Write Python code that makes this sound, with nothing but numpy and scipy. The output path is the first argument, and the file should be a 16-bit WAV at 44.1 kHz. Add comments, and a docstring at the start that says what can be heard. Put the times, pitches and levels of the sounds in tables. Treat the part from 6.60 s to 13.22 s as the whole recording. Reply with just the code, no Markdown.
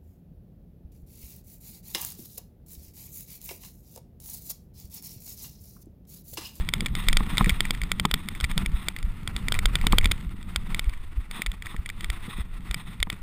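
"""A muddy forest trail, heard from a camera case on a rider as the mountain bike runs downhill.
Rough ground rumbles through the frame; the tyres drone, crunch over dirt and scuff in short hissing rushes.
A soft low thump keeps a steady beat, and dips in the trail add slower jolts.
On top, loose parts tick against the case and roots knock the frame. All of it is close and dry."""
import sys
import numpy as np
from scipy import signal
from scipy.fft import rfft, irfft
from scipy.io import wavfile

SR = 44100
rng = np.random.default_rng(int(sys.argv[2]) if len(sys.argv) > 2 else 0)


def inscribe(sig):
    """Save sig as 16-bit PCM at rate SR to the path in sys.argv[1].

    A 1-D sig is mono; a 2-D sig holds one channel per row.
    Samples are clipped to [-1, 1] before scaling.
    """
    pcm = np.round(np.clip(np.atleast_2d(sig).T, -1, 1) * 32767)
    wavfile.write(sys.argv[1], SR, pcm.astype(np.int16))


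N = 291942
TIME = np.arange(N) / SR
BINS = np.fft.rfftfreq(N, 1 / SR)

# Levels in the tables are relative: each layer has its own trim.
# Roughness of the trail, felt in frame and tread: t/s, rumble/dB, drone/dB
ROUGHNESS = [(0.0, -33.5, -41.5), (0.24, -36.5, -37.5), (0.51, -28.5, -41.5), (0.74, -36, -36.5),
             (1.18, -33, -42), (1.44, -37.5, -43), (1.62, -37, -47), (2.04, -30, -41.5), (2.25, -37.5, -50),
             (2.75, -35.5, -42), (2.91, -25, -44.5), (3.19, -27, -42), (3.45, -21.5, -44),
             (3.69, -38.5, -45), (3.93, -38, -50), (4.11, -34, -42), (4.31, -35.5, -60), (4.68, -42, -61),
             (4.94, -39, -56), (5.96, -36.5, -53), (6.12, -40.5, -51), (6.34, -43, -48.5),
             (6.51, -34.5, -57), (6.62, -42.5, -65)]
# EQ curve of the shaking frame: f/Hz, level/dB
RUMBLE_EQ = [(8, -12), (17, 3.5), (35, -3.5), (55, -16), (85, -14.5), (130, -23), (220, -48), (500, -44.5),
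             (1500, -100)]
# EQ curve of the droning tread: f/Hz, level/dB
DRONE_EQ = [(50, -4.5), (100, -3), (145, -4), (188, 1.5), (230, -8), (290, -17), (400, -25.5), (600, -39),
            (1200, -33), (3000, -100)]
# How hard the rolling tyres work the dirt: t/s, crunch/dB, hiss/dB
TYRE_WORK = [(0.0, -53, -47.5), (0.24, -55.5, -47.5), (0.57, -48, -43), (0.88, -48.5, -41.5),
             (1.23, -54.5, -50), (1.75, -57.5, -49.5), (1.99, -52, -55.5), (2.27, -53, -50),
             (2.45, -55.5, -54.5), (2.65, -55, -59), (3.13, -49, -51), (3.37, -47.5, -46), (3.61, -56, -54),
             (3.8, -62, -60), (4.13, -51, -50), (4.41, -61.5, -57.5), (4.66, -59.5, -65),
             (4.98, -60, -57.5), (5.12, -54.5, -61), (5.36, -60.5, -57), (5.62, -54.5, -55),
             (5.9, -61.5, -60), (6.29, -61, -56), (6.62, -60.5, -65)]
# EQ curve of crunching dirt: f/Hz, level/dB
CRUNCH_EQ = [(150, 6), (330, 6.5), (520, -9), (700, -3.5), (1050, 1.5), (1380, 4), (1600, -3), (1980, 1.5),
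             (2850, -3.5), (3500, -16.5), (4400, -13.5), (6100, -24), (9000, -14.5), (15000, -18.5)]
# Case resonances that colour the tyre hiss: f/Hz, width/Hz, level/dB
HISS_BANDS = [(1130, 660, 1), (1940, 470, 1), (2460, 1120, -4), (3536, 820, 0.5), (5120, 720, -18),
              (6700, 720, -21.5), (8510, 830, -7), (9750, 680, -9.5), (10560, 330, -10), (13200, 630, -22),
              (14000, 270, -8), (15100, 550, -15)]
# Fader curve of the steady beat: t/s, level/dB
BEAT_FADER = [(0, -17), (0.32, -21.5), (0.92, -12.5), (1.3, -18.5), (1.53, -17), (1.85, -12.5), (2.15, -13),
              (2.76, -19), (3.97, -18.5), (4.28, -11), (4.9, -16.5), (5.8, -17.5), (6.62, -20)]
# Loose parts hitting the case, some twice; lean tips the 3.5 kHz snap towards the 2 kHz ping:
# t/s, level/dB, lean/dB
CASE_TICKS = [(0.0888, -10.5, 4.5), (0.1374, -4.5, 4.5), (0.2066, -11.5, 2), (0.2602, -10.5, 0),
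              (0.264, -12.5, 14.5), (0.3522, -12.5, -0.5), (0.4853, -2.5, 3), (0.4973, -22, 18),
              (0.5291, -5.5, 3.5), (0.57, -1, 0.5), (0.7713, -12, 5), (0.7809, -3.5, -2.5),
              (0.8441, -12, 10), (0.86, -15.5, 16), (0.8943, -4.5, 6), (0.8979, -11, 18),
              (0.9042, -13.5, 13), (1.0056, -3, -0.5), (1.053, -15.5, 18.5), (1.1072, -6.5, -1),
              (1.1488, -22, 9), (1.2164, -16, 12), (1.2354, -18.5, 3), (1.317, -3.5, 4), (1.3977, -5, -1),
              (1.4532, -6.5, -1), (1.5127, -8, -0.5), (1.5404, -2, 1), (1.6867, -12, 3.5),
              (1.7506, -24.5, 14), (1.8019, -19, -2), (1.8095, -14.5, -2.5), (1.8422, -10, 7.5),
              (1.8472, -14, 9), (1.914, -18, 11), (1.978, -6.5, 1), (2.0607, -11.5, 10), (2.2846, -5, 1.5),
              (2.3638, -21, 10), (2.387, -23, 7), (2.428, -23.5, 4), (2.6755, -13, -0.5), (2.764, -13, 4),
              (2.8838, -8.5, 5), (2.9219, -6, -5.5), (2.9422, -13.5, 7), (2.9503, -20, 20), (2.99, -8.5, 5),
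              (3.0567, -4, -3), (3.1548, -4, 5.5), (3.213, -19, 10.5), (3.2683, -3.5, -0.5),
              (3.3238, -6.5, 1), (3.3839, 0.5, -1.5), (3.412, -23, 16), (3.4442, -10.5, 10),
              (3.4568, -4, 5.5), (3.5133, -8, 4), (3.5166, -4, 1.5), (3.828, -29.5, 5), (3.9603, -5.5, -2),
              (4.1458, -12, 4), (4.1938, -7, 2), (4.243, -27, 11), (4.295, -24, 4), (4.3367, -30.5, 17),
              (4.7119, -19.5, 4), (4.8193, -10.5, 7.5), (4.8625, -12, 5.5), (4.867, -17.5, 14),
              (4.917, -22, 4), (5.0229, -21.5, 13), (5.0586, -24, 5), (5.068, -21.5, 20), (5.1643, -25, 11),
              (5.26, -20, 9), (5.263, -26.5, 17), (5.2907, -20.5, 0), (5.3, -18, 17), (5.4081, -19.5, 4),
              (5.4441, -14.5, 7.5), (5.501, -12, 3.5), (6.1113, -14.5, 5.5), (6.1438, -9.5, 6),
              (6.402, -21.5, 5), (6.428, -4.5, 3.5), (6.5007, -10.5, 3), (6.5276, -23.5, 4)]
# Ringing modes of the case: f/Hz, level/dB, decay/s
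CASE_MODES = [(770, -14, 0.00079), (1470, -15.5, 0.0046), (2027, -12.5, 0.0053), (2255, -19, 0.014),
              (3203, -21, 0.022), (3463, -9, 0.0049), (4617, -18.5, 0.0072), (5060, -23, 0.0073),
              (6800, -29, 0.011), (7335, -24, 0.0077), (8480, -17, 0.0052), (9720, -25, 0.0098),
              (10030, -30.5, 0.022), (10880, -35, 0.011), (14300, -31, 0.0095), (14230, -24, 0.0038),
              (14700, -31, .006)]
# Tyres scuffing and sliding: t/s, length/s, crunch/dB, hiss/dB
TYRE_SCUFFS = [(0.13, 0.036, -43, -48), (0.235, 0.012, -50, -52), (0.347, 0.079, -55, -38.5),
               (0.675, 0.056, -41, -42.5), (0.775, 0.034, -42, -37), (1.007, 0.078, -60, -50),
               (1.551, 0.028, -40.5, -43.5), (1.825, 0.013, -46, -35.5), (1.887, 0.029, -42, -39.5),
               (1.96, 0.061, -42, -47), (2.136, 0.105, -61, -46.5), (2.74, 0.054, -50, -51),
               (2.922, 0.047, -46, -50), (3.068, 0.02, -49, -50), (3.714, 0.196, -62, -64.5),
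               (3.866, 0.033, -45, -55), (4.08, 0.04, -47, -55), (4.574, 0.057, -51.5, -58),
               (4.708, 0.11, -47, -43.5), (5.045, 0.078, -51, -47), (5.358, 0.096, -46.5, -53.5),
               (5.507, 0.036, -39.5, -45.5), (5.603, 0.089, -49, -50), (5.686, 0.053, -51, -42.5),
               (5.748, 0.057, -45, -41.5), (5.912, 0.033, -43, -52), (6.036, 0.086, -46.5, -59),
               (6.152, 0.061, -48, -47), (6.25, 0.083, -48.5, -51), (6.51, 0.029, -40, -49)]
# Roots striking the bike: t/s, clack/dB, boom/dB
ROOT_HITS = [(0.221, -40, -10.5), (0.6061, -12.5, -10.5), (0.671, -28, -20), (0.8098, -1, -4),
             (0.8682, -25, -4), (1.0033, -40, -15.5), (1.106, -25, -15), (1.4512, -1.5, -3.5),
             (1.54, -28, -12.5), (3.2409, -16.5, -14.5), (3.266, -14, -7.5), (3.3315, -3, -1),
             (3.455, -15.5, -10.5), (4.794, -27, -16), (5.144, -24, -18), (5.681, -31, -15),
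             (5.784, -35, -17.5), (6.4712, -22.5, -19.5), (6.528, -37, -18)]
# Ringing modes of the frame: f/Hz, level/dB, decay/s
FRAME_MODES = [(190, -9.5, 0.017), (300, -25.5, 0.037), (446, -27.5, 0.046), (832, -24, 0.02),
               (1056, -9, 0.007), (1208, -23, 0.021), (1260, -23, 0.0042), (1770, -19, 0.0049),
               (3450, -37, 0.0049)]
# Dips that jolt bike and rider: t/s, level/dB, f/Hz
TRAIL_DIPS = [(0.497, -16, 24), (0.558, -14, 20.6), (0.846, -13, 29.7), (2.488, -20, 28),
              (3.056, -14, 34.3), (3.337, -18, 30), (3.42, -12, 21.5)]


def gain_of(db):
    """Decibels to amplitude."""
    return 10 ** (np.asarray(db) / 20)


def unit_rms(x):
    """Normalises to rms 1."""
    return x / np.sqrt(np.mean(x ** 2) + 1e-20)


def fader(table, column):
    """One dB column of a curve table as a gain for every sample."""
    rows = np.asarray(table)
    return gain_of(np.interp(TIME, rows[:, 0], rows[:, column]))


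def eq(points):
    """An EQ curve as a gain for every frequency bin."""
    hz, db = np.transpose(points)
    return gain_of(np.interp(np.log(BINS + 1), np.log(hz), db))


def coloured(x, gains):
    """Filters x and normalises it to rms 1."""
    return unit_rms(irfft(rfft(x) * gains, N))


def flutter(rate_hz):
    """Random wavering of rms 1, up to about the given rate."""
    return coloured(rng.standard_normal(N), 1 / (1 + (BINS / rate_hz) ** 4))


def grains(per_s, spread_db):
    """Sparse clicks of random sign: many small, a few large."""
    size = gain_of(spread_db * np.minimum(rng.exponential(1, N), 4))
    return size * rng.choice([-1, 1], N) * (rng.random(N) < per_s / SR)


def add(mix, s, sound):
    """Mixes a sound in at time s."""
    start = round(s * SR)
    part = mix[max(start, 0):][:len(sound) + min(start, 0)]
    part += sound[max(-start, 0):][:len(part)]


def rumble(rumble_db=3.5, drone_db=4.0, scuff_db=-2, lumpy_db=3.5):
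    """The low bed: the ground shakes bike and rider, and the tread drones, more so in a scuff."""
    shaking = fader(ROUGHNESS, column=1) * coloured(rng.standard_normal(N), eq(RUMBLE_EQ))
    tread = np.hypot(gain_of(drone_db) * fader(ROUGHNESS, column=2), gain_of(scuff_db) * scuffs(column=2))
    drone = tread * coloured(rng.standard_normal(N), eq(DRONE_EQ))
    return gain_of(rumble_db) * shaking + drone * gain_of(lumpy_db * flutter(rate_hz=27))


def tyre_crunch(waver, roll_db=3.5, scuff_db=-3.3, grit_db=-6, waver_db=3.0):
    """Crumbs of dirt crunch under the rolling tread and surge in a scuff."""
    rolling = gain_of(roll_db) * fader(TYRE_WORK, column=1)
    envelope = np.hypot(rolling, gain_of(scuff_db) * scuffs(column=2))
    crumbs = rng.standard_normal(N) + gain_of(grit_db) * unit_rms(grains(per_s=1300, spread_db=2.0))
    return coloured(crumbs, eq(CRUNCH_EQ)) * envelope * gain_of(waver_db * waver)


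def tyre_hiss(waver, roll_db=-4.0, scuff_db=0.46, rasp=1.2, waver_db=2.66):
    """Rolling and scuffing tyres hiss through the resonances of the case; fine grit makes it rasp."""
    rolling = gain_of(roll_db) * fader(TYRE_WORK, column=2)
    envelope = np.hypot(rolling, gain_of(scuff_db) * scuffs(column=3))
    power = sum(gain_of(db) ** 2 / (1 + (2 * (BINS - hz) / width) ** 2) ** 3
                for hz, width, db in HISS_BANDS)
    spray = rng.standard_normal(N) + rasp * unit_rms(grains(per_s=2000, spread_db=3.0))
    return coloured(spray, np.sqrt(power)) * envelope * gain_of(waver_db * waver)


def thump(s, db, hz, cycles):
    """A push and rebound of little more than one swing, centred on s: returns start time and sound."""
    t = np.arange(-SR // 8, SR // 8) / SR
    swell = 1 / np.cosh(2 * hz * t / cycles)
    swing = np.cos(2 * np.pi * hz * t)
    return s + t[0], gain_of(db) * swell * (swing - np.average(swing, weights=swell))  # no net push


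def beat(first_s=0.011, period_s=0.305, pitch_hz=44.8, detune=0.097, trim_db=-1):
    """A soft, steady thump, perhaps the rider's pulse under the camera strap."""
    out = np.zeros(N)
    for s in np.arange(first_s, N / SR, period_s):
        hz = pitch_hz * (1 + detune * rng.standard_normal())
        db = np.interp(s, *np.transpose(BEAT_FADER))
        add(out, *thump(s, trim_db + db, hz, cycles=0.57))
    return out


def ring(modes, extra_db, tuning, mute_s, crack=0.058, tail=0.083):
    """Modes open with a small crack and swell as the blow spreads; settling parts choke them to a tail."""
    hz, db, decay_s = np.transpose(modes)
    t = np.arange(SR // 16) / SR
    age = np.log(1000) * t / decay_s[:, None]
    tones = (age + crack) * np.exp(1 - age) * np.sin(2 * np.pi * (hz * tuning)[:, None] * t)
    choke = tail + (1 - tail) * np.exp(-(t / mute_s) ** 2)
    return gain_of(db + extra_db) @ tones * choke


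def chatter(trim_db=-8, ping_db=6):
    """Faint random pings of the case fill in the rattle, stronger where the tyres work harder."""
    taps = grains(per_s=25, spread_db=3)
    hz = np.asarray(CASE_MODES)[:, 0]
    is_ping = (hz > 1700) & (hz < 2700)
    ping = ring(CASE_MODES, ping_db * is_ping, tuning=0.93, mute_s=0.0054)
    pings = signal.oaconvolve(taps, ping)[:N]
    return gain_of(trim_db) * fader(TYRE_WORK, column=2) * unit_rms(pings)


def rattle(trim_db=-0.5, vary_db=2.0, detune=0.022, mute_s=0.0042, linger=0.075):
    """Loose parts tick on the case: hard hits snap short, glancing ones ping and linger."""
    out, hz = np.zeros(N), np.asarray(CASE_MODES)[:, 0]
    is_ping = (hz > 1700) & (hz < 2700)
    tilt = np.where(hz > 6000, 0, np.where(is_ping, 0.5, -0.5))  # lean leaves the top modes' level alone
    for s, db, lean_db in CASE_TICKS:
        colour_db = tilt * lean_db + vary_db * rng.standard_normal(len(hz))
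        tuning = 1 + detune * rng.standard_normal(len(hz))
        add(out, s, ring(CASE_MODES, db + colour_db, tuning, mute_s * gain_of(linger * lean_db)))
    return gain_of(trim_db) * out


def scuffs(column, attack_s=0.027, release_s=0.013):
    """Scuff envelope from one dB column: each swells, holds while the tyre slides and dies as it grips."""
    out = np.zeros(N)
    for row in TYRE_SCUFFS:
        age, length_s = TIME - row[0], row[1]
        attack = np.clip(age / attack_s, 0, 1)
        release = np.exp(-np.maximum(age - length_s, 0) / release_s)
        out += gain_of(row[column]) * attack * release
    return out


def root_knocks(trim_db=-2.0, detune=0.051, case_db=-9):
    """Roots strike through the frame: a clack near 1 kHz over a short boom, plus a crack from the case."""
    out, is_boom = np.zeros(N), np.asarray(FRAME_MODES)[:, 0] < 600
    low_case_modes = [mode for mode in CASE_MODES if mode[0] < 2700]
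    for s, clack_db, boom_db in ROOT_HITS:
        tuning = 1 + detune * rng.standard_normal(len(FRAME_MODES))
        add(out, s, ring(FRAME_MODES, np.where(is_boom, boom_db, clack_db), tuning, mute_s=0.017))
        add(out, s, ring(low_case_modes, clack_db + case_db, tuning=0.95, mute_s=0.0014))
    return gain_of(trim_db) * out


def jolts(trim_db=-1):
    """Dips in the trail heave bike and rider in slow sub-bass thumps."""
    out = np.zeros(N)
    for s, db, hz in TRAIL_DIPS:
        add(out, *thump(s, trim_db + db, hz, cycles=0.93))
    return out


def scene(fade_in_s=0.01):
    """A close, dry mono mix: the forest floor gives nothing back."""
    hits = rattle() + chatter() + root_knocks()
    thumps = (beat() + jolts()) * np.minimum(TIME / fade_in_s, 1)
    bed = rumble()
    waver = flutter(rate_hz=33.5)  # crunch and hiss flicker together
    return (hits + thumps + bed + tyre_crunch(waver) + tyre_hiss(waver))[None]


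def record(dry, dip_db=-8, dip_hz=12000, dip_width_hz=1000, whine_db=-29, whine_hz=12000, top_hz=15400):
    """The case muffles a high band, where a thin whine rides on the bass; a steep low-pass cuts the top."""
    dip = gain_of(dip_db * np.exp(-((BINS - dip_hz) / dip_width_hz) ** 2))
    muffled = irfft(rfft(dry) * dip, N)
    bass = signal.sosfilt(signal.butter(1, [120, 330], "band", fs=SR, output="sos"), dry)
    whine = bass * np.cos(2 * np.pi * whine_hz * TIME)
    low_pass = signal.firwin(511, top_hz, window=("kaiser", 7), fs=SR)
    return signal.oaconvolve(muffled + gain_of(whine_db) * whine, low_pass[None], "same")


dry = scene()
out = record(dry)
inscribe(out)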